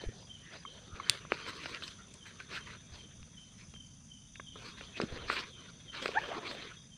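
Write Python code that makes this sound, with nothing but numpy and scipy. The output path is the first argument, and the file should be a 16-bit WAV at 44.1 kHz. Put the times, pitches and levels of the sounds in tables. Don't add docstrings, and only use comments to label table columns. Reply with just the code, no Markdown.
import sys
import numpy as np
from scipy import signal
from scipy.fft import rfft, irfft, next_fast_len
from scipy.io import wavfile
from scipy.ndimage import map_coordinates

SR = 44100
rng = np.random.default_rng(int(sys.argv[2]) if len(sys.argv) > 2 else 0)


def to_wav(sig):
    pcm = np.clip(np.atleast_2d(sig), -1, 1) * 32767
    pcm = np.round(pcm).astype(np.int16)
    wavfile.write(sys.argv[1], SR, pcm.T)


N = 307377
T = np.arange(N) / SR


def undb(db):
    return 10 ** (np.asarray(db) / 20)


def level(x, db):
    return x * undb(db) / np.sqrt(np.mean(x ** 2) + 1e-30)


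def curves(rows):
    s, *columns = np.transpose(rows)
    return [np.interp(T, s, column) for column in columns]


def add(out, s, x):
    start = int(round(s * SR))
    x = x[max(-start, 0):]
    start = max(start, 0)
    out[start:start + len(x)] += x[:max(N - start, 0)]


def add_peak(out, s, x, db):
    add(out, s, x * undb(db) / np.abs(x).max())


def colour(x, points):
    hz, db = np.transpose(points)
    size = next_fast_len(N + N // 8, real=True) // 2 * 2
    f = np.maximum(np.fft.rfftfreq(size, 1 / SR), 1)
    magnitude = undb(np.interp(np.log(f), np.log(hz), db))
    cepstrum = irfft(np.log(magnitude))
    cepstrum[1:size // 2] *= 2
    cepstrum[size // 2 + 1:] = 0
    response = np.exp(rfft(cepstrum))
    return level(irfft(rfft(x, size) * response)[:N], 0)


def noise(points):
    return colour(rng.standard_normal(N), points)


def band(x, low_hz, high_hz):
    high_hz = min(max(high_hz, 1.1 * low_hz), .45 * SR)
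    x = signal.sosfilt(signal.butter(2, low_hz, "high", fs=SR, output="sos"), x)
    return signal.sosfilt(signal.butter(4, high_hz, fs=SR, output="sos"), x)


def walk(rate):
    steps = rng.standard_normal(N // 20)
    return map_coordinates(steps, [T * rate], order=2, mode="wrap")


def ring(modes, t):
    return sum(undb(db - 60 * t / t60) * np.sin(2 * np.pi * hz * t) for hz, t60, db in modes)


def trees(x, t60, wet_db):
    t = T[:SR]
    echoes = rng.standard_normal(SR) * undb(-60 * t / t60) * (t > .006)
    echoes = echoes / np.linalg.norm(echoes)
    return x + undb(wet_db) * signal.fftconvolve(x, echoes)[:N]


def stroke(hz, length, glide):
    u = np.arange(int(length * SR)) / (length * SR)
    phase = 2 * np.pi * np.cumsum(hz * (1 + glide * (u - .5))) / SR
    return np.sin(np.pi * u) * np.sin(phase)


# f/Hz, level/dB (relative)
RUMBLE_COLOUR = [(12, -72), (20, -13), (48, -0.5), (158, 3), (211, 0), (271, -7), (377, -30.5), (570, -26),
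                 (862, -30.5), (1020, -27), (1700, -56), (2800, -23.5), (3640, -79.5), (6160, -120)]


def distant_rumble():
    return noise(RUMBLE_COLOUR) * undb(-57.26 + 1.0 * walk(5.6))


# f/Hz, level/dB (relative)
CHORUS_COLOUR = [(2600, -13), (4200, -21), (4750, -6.5), (5500, -8), (6050, -0.5), (6500, -1.5), (7000, -8),
                 (7450, -10), (8200, -20), (9000, -10.5), (9650, -6.5), (10300, -16), (11200, -30),
                 (15000, -52)]


def insect_chorus():
    return noise(CHORUS_COLOUR) * undb(-66.0 + 1.2 * walk(1.1) + 1.0 * walk(120))


# t/s, level/dB
TRILL_LEVEL = [(0, -69.5), (2.8, -65.5), (3.6, -75), (4.15, -79.5), (4.4, -62), (5.8, -63.5), (6.6, -57.5),
               (6.97, -72.5)]
# f/Hz, level/dB (relative)
TRILL_COLOUR = [(3050, -21), (3300, 10), (3480, 3), (3700, 9.5), (3850, -15.5), (4100, -41)]


def tree_crickets():
    return noise(TRILL_COLOUR) * undb(curves(TRILL_LEVEL)[0] + 2.7 * walk(45))


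def bush_cricket(pitch_hz=6060):
    stroke_hz, back_db = 60, -2
    out = np.zeros(N)
    scatter = rng.standard_normal((int(N / SR * stroke_hz) + 1, 3))
    for k, (late, tune, size) in enumerate(scatter):
        wing = stroke(pitch_hz * (1 + 0.0092 * tune), length=0.012, glide=.1)
        add(out, k / stroke_hz + .0009 * late, undb(back_db * (k % 2) + 1.3 * size) * wing)
    return level(trees(out, t60=.4, wet_db=-8), -64.5)


# t/s, level/dB (before the common lift), f/Hz
PEEPS = [(.18, -66, 4900), (.53, -64, 4890), (3.37, -75, 5250), (3.574, -70, 5220), (3.839, -76, 4660),
         (6.78, -72, 4980)]


def small_crickets():
    lift_db, spacing_s = 8.5, .033
    out = np.zeros(N)
    for s, db, hz in PEEPS:
        for k in range(3):
            add(out, s + spacing_s * k, undb(db + lift_db) * stroke(hz, length=0.019, glide=-0.097))
    return trees(out, t60=.3, wet_db=-7)


# t/s, chirp period/s
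CHIRP_PERIOD = [(0, .35), (1.2, .398), (2.6, .388), (3.7, .364), (6.5, .342)]


def chirp_times():
    s = -.088
    while s < T[-1]:
        yield s
        s += np.interp(s, *np.transpose(CHIRP_PERIOD))


# t/s, level/dB
CHIRP_EFFORT = [(0, -48), (2.1, -55), (3.6, -49), (5.1, -53), (5.85, -48), (6.9, -56)]
# t/s after its start, mean f/Hz, level/dB (relative to the effort)
STROKES = [(0, 3270, -13.5), (.027, 3120, -0.5), (.052, 3110, -11.5), (0.08, 3060, -5.5)]


def field_cricket():
    chirps = np.zeros(N)
    for s in chirp_times():
        effort_db = np.interp(s, *np.transpose(CHIRP_EFFORT)) + 1.0 * rng.standard_normal()
        for delay, hz, stroke_db in STROKES:
            tune, late, size = rng.standard_normal(3)
            wing = stroke(hz * (1 + 0.0087 * tune), length=.03, glide=-0.056)
            add(chirps, s + delay + 0.0013 * late, undb(effort_db + stroke_db + size) * wing)
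    rasp = undb(3.5 * walk(350))
    return trees(chirps * rasp, t60=.55, wet_db=0)


# t/s, level/dB rms at its height, half length/s, f/Hz
SAGS = [(0.081, -35, 0.016, 70), (0.938, -43, 0.012, 91), (1.102, -44, 0.0078, 103),
        (2.931, -50, 0.021, 66), (3.214, -53, 0.037, 70.4), (5.129, -40, 0.02, 55.4),
        (5.22, -51.5, 0.14, 60.3)]


def sags():
    flutter = 1.26 * walk(130)
    out = np.zeros(N)
    for s, db, length, hz in SAGS:
        swell = undb(db) * np.exp(-((T - s) / length) ** 2)
        out += swell * np.sqrt(2) * np.sin(2 * np.pi * hz * (T - s) + flutter)
    return out


# multiple of the fundamental, level/dB (relative)
SQUEAK_HARMONICS = [(1, 4.5), (2, 4.5), (3, -35), (4, -30)]


def squeak():
    start_s, length_s, swell_s, stop_s = 6.146, 0.0433, .028, 0.0028
    start_hz, rise_hz_per_s = 646, 6700
    t = np.clip(T - start_s, 0, length_s)
    hz = start_hz + rise_hz_per_s * t
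    swell = np.minimum(t / swell_s, 1) * np.minimum((length_s - t) / stop_s, 1)
    phase = 2 * np.pi * np.cumsum(hz * (1 + .025 * walk(500))) / SR
    tone = sum(undb(db) * np.sin(multiple * phase) for multiple, db in SQUEAK_HARMONICS)
    return level(tone, -29.5) * swell * undb(2.0 * walk(220))


# f/Hz, t60/s, level/dB (relative)
TOGGLE_MODES = [(1122, 0.02, 1), (1220, 0.021, -6.5), (1540, 0.01, -8.5), (2170, 0.018, -9)]
# t/s, peak level/dB
TAPS = [(0.651, -33.5), (0.999, -28.5)]


def toggle():
    out, t = np.zeros(N), T[:SR // 10]
    tap = ring(TOGGLE_MODES, t) * (1 - np.exp(-t / 0.0035))
    for s, db in TAPS:
        add_peak(out, s, tap, db)
    return out


# f/Hz, t60/s, level/dB (relative)
BAG_MODES = [(237, 0.046, -13.5), (312, 0.1, -20.5), (386, 0.011, 4.5), (694, 0.0016, 0.5),
             (1033, 0.0074, -8), (1362, 0.0049, 7), (1603, 0.0074, 5), (2385, 0.0061, 4.5),
             (2815, 0.0088, 1.5), (4060, 0.0017, 6.5), (4990, 0.0054, 4), (8020, 0.0045, 3.5)]
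# t/s, peak level/dB, lowest f/Hz, highest f/Hz, scrape/s
KNOCKS = [(0.037, -33, 219, 596, 0.00064), (0.088, -37, 170, 443, 0.0013), (1.25, -38.5, 300, 1280, 0.0023),
          (1.32, -11, 383, 2660, 0.0003), (1.4645, -31.5, 850, 2200, 0.00053),
          (1.657, -30, 300, 4000, 0.0028), (1.7466, -27.5, 2200, 5070, 0.00068),
          (1.822, -31, 910, 3870, 0.0025), (1.878, -31.5, 2940, 6100, 0.0036),
          (2.14, -39.5, 7800, 9300, .0015), (2.4012, -34.5, 1170, 3900, 0.002),
          (3.229, -44, 990, 5100, 0.00087), (3.738, -44.5, 500, 4010, 0.0021),
          (3.7613, -47, 990, 3200, 0.00096), (4.355, -40.5, 2500, 3100, 0.0035),
          (4.3972, -33, 220, 2200, 0.002), (4.556, -40, 280, 1513, 0.0054),
          (4.8086, -35.5, 444, 2980, 0.0038), (5.0005, -20, 199, 1420, 0.00014),
          (5.015, -23.5, 398, 5830, 0.00084), (5.0191, -28, 200, 624, 0.0093),
          (5.035, -24.5, 130, 308, 0.00046), (5.2993, -16, 780, 1900, 0.0011),
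          (6.0577, -18, 332, 3870, 0.0014), (6.0799, -27, 1200, 5800, 0.00011),
          (6.089, -28.5, 332, 610, 0.0013), (6.1161, -32.5, 780, 3900, 0.00053),
          (6.355, -45, 694, 2160, 0.00066), (6.511, -32, 496, 2500, 0.002)]


def knocks():
    out, t = np.zeros(N), T[:SR // 10]
    body = ring(BAG_MODES[::2], t) - ring(BAG_MODES[1::2], t)
    for s, db, low_hz, high_hz, scrape in KNOCKS:
        contact = 0.22 * rng.standard_normal(len(t)) * np.exp(-t / scrape) * (1 - np.exp(-t / 0.00042))
        contact[0] = np.exp(-scrape / 0.0051)
        add_peak(out, s, band(signal.fftconvolve(contact, body), low_hz, high_hz), db)
    return out


# f/Hz, t60/s, level/dB (relative)
BUCKLE_MODES = [(2860, 0.0052, -11), (3730, 0.0018, 8), (4400, 0.0028, 1), (5300, 0.0018, -29),
                (7290, 0.004, -7.5), (9140, 0.0031, -4), (12800, 0.0012, -8.5), (3460, 0.12, -36.5),
                (1390, .02, -61), (8540, 0.029, -34)]
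# t/s, peak level/dB
SNAPS = [(1.0969, -2.5)]


def buckle():
    out, t = np.zeros(N), T[:SR // 8]
    snap = ring(BUCKLE_MODES, t) * (1 - np.exp(-t / 0.00052))
    for s, db in SNAPS:
        add_peak(out, s, snap, db)
    return out


# t/s, level/dB rms before the swell, half length/s, pitch f/Hz, width f/Hz
SCRAPES = [(0.018, -58.5, 0.11, 1790, 250), (0.486, -57, 0.047, 1850, 295), (0.964, -56, 0.069, 1306, 200),
           (2.41, -49, 0.009, 1500, 200), (2.561, -42.5, 0.019, 2600, 1970), (4.968, -48, 0.024, 2560, 225),
           (5.383, -42, 0.02, 2760, 650), (6.241, -53, 0.046, 2830, 555), (6.324, -42, 0.016, 650, 219),
           (6.357, -44, 0.04, 1100, 455)]


def scrapes():
    out, t = np.zeros(N), T[:SR // 2] - .25
    for s, db, length, hz, width in SCRAPES:
        edges = [hz - width / 2, hz + width / 2]
        resonance = signal.butter(2, edges, "band", fs=SR, output="sos")
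        drag = signal.sosfilt(resonance, rng.standard_normal(len(t)))
        add(out, s + t[0], level(drag, db) * np.exp(-(t / length) ** 2))
    return out


def pull(s, length):
    grip_s, slide_db_per_s, settle_s = 0.021, -0.5, 0.049
    grip = np.clip(.5 + (T - s) / (2 * grip_s), 0, 1) ** 2
    slide = undb(slide_db_per_s * np.clip(T - s, 0, length))
    return grip * slide * np.exp(-np.maximum(T - s - length, 0) / settle_s)


# t/s, level/dB (before the layer trims)
TOUCH = [(0, -67), (1.0, -63.5), (2.0, -64), (3.6, -69), (3.95, -78), (4.45, -76), (4.85, -62), (5.75, -65),
         (6.97, -71)]
# t/s, length/s, level/dB, crispness/dB and heavy folds/dB (both relative to that level)
RUBS = [(0.0, 0.028, -54, -0.5, 2.5), (0.124, 0.11, -68, 7, 8.5), (0.51, 0.031, -53, -6.5, -3.5),
        (0.682, 0.2, -68, 4.5, 5.5), (0.94, 0.16, -55, -7.5, -2.5), (1.038, 0.12, -46.5, -8, -12.5),
        (1.292, .14, -48, -7.5, -9.5), (1.457, 0.023, -42, -5.5, -7.5), (1.538, 0.22, -48.5, -3, -7.5),
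        (1.816, 0.061, -51.5, 3, -14), (2.238, 0.046, -53, -9, -29), (2.383, .015, -51, -5, -10),
        (2.483, 0.057, -47.5, -7, -9), (2.529, 0.019, -42.5, -4.5, -20), (2.654, .07, -52.5, -7, -8),
        (2.902, 0.097, -60, 0, -2.5), (3.575, 0.028, -62.5, -5, -21), (4.549, 0.092, -57.5, -6, 0),
        (4.626, .07, -54.5, -2, -22), (4.771, .03, -52.5, -2, -19), (4.96, .07, -49, -5, -3),
        (5.07, 0.21, -52, -11, -1), (5.276, 0.11, -39, -4, -10.5), (5.578, .06, -58, -9, -14),
        (5.925, 0.078, -45.5, -8, -13), (6.006, 0.077, -46.5, -1.5, -3), (6.125, .255, -47.5, -9.5, -0.5),
        (6.421, 0.12, -47, -4, -0.5), (6.556, 0.15, -53.5, -5.5, -6)]


def handling():
    touch_crisp_db, touch_folds_db = -4.5, -1
    power = np.outer(undb([0, touch_crisp_db, touch_folds_db]), undb(curves(TOUCH)[0])) ** 2
    for s, length, db, crisp_db, fold_db in RUBS:
        power += np.outer(undb([db, db + crisp_db, db + fold_db]), pull(s, length)) ** 2
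    return np.sqrt(power)


def grains(rate, scatter_db):
    size = undb(scatter_db * np.minimum(rng.exponential(size=N), 4))
    happens = rng.random(N) < rate / SR
    return level(happens * size * rng.choice([-1, 1], N) / np.sqrt(rate), 0)


def crumple(x, depth_db, rate):
    size = next_fast_len(N, real=True)
    f = np.maximum(np.fft.rfftfreq(size, 1 / SR), 1)
    place = np.clip(4 * np.log2(f / 350), 0, 18)
    spectrum, out = rfft(x, size), 0
    for k in range(19):
        share = np.maximum(1 - np.abs(place - k), 0)
        out = out + irfft(spectrum * share, size)[:N] * undb(depth_db * walk(rate))
    return out


# f/Hz, level/dB (relative)
NYLON_COLOUR = [(350, -12.5), (700, 1), (1100, 4.5), (1500, 6), (1950, 3), (2500, 4.5), (3200, -1),
                (4000, -8.5), (5500, -50.5)]
CRISP_COLOUR = [(2200, -27), (3300, -3), (4200, 2), (5200, -5), (6200, -18), (8300, -17.5), (10500, -32),
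                (14500, -33), (16000, -65.5)]
FOLDS_COLOUR = [(130, -19.5), (240, -3), (330, 0.5), (430, 1), (600, 0), (900, -2), (1600, -45.5)]


def rustle():
    rub, crisp, fold = handling()
    rub_db = 20 * np.log10(rub)
    crackle = grains(1600 * undb(.3 * (rub_db + 51)), scatter_db=3.5)
    pops = undb(-11) * grains(55, scatter_db=0.5)
    hiss = rng.standard_normal(N)
    firm = np.clip((rub_db + 74.5) / 20, .3, 1)
    slips = crumple(firm * crackle + pops + hiss, depth_db=4.0, rate=32)
    slips = slips * undb(1.8 * walk(80) + 1.0 * walk(25))
    cloth = undb(-0.56) * rub * colour(slips, NYLON_COLOUR)
    leaves = undb(-2.0) * crisp * colour(slips, CRISP_COLOUR)
    folds = undb(0.47) * fold * colour(slips, FOLDS_COLOUR)
    return cloth + leaves + folds


def scene():
    background = distant_rumble() + insect_chorus() + tree_crickets()
    crickets = bush_cricket() + small_crickets() + field_cricket()
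    contacts = squeak() + toggle() + knocks() + buckle() + scrapes() + rustle()
    bag = sags() + trees(contacts, t60=0.3, wet_db=-23.0)
    return (background + crickets + bag)[None]


def record(dry):
    return signal.sosfilt(signal.ellip(8, .2, 70, 15500, fs=SR, output="sos"), dry)


dry = scene()
out = record(dry)
to_wav(out)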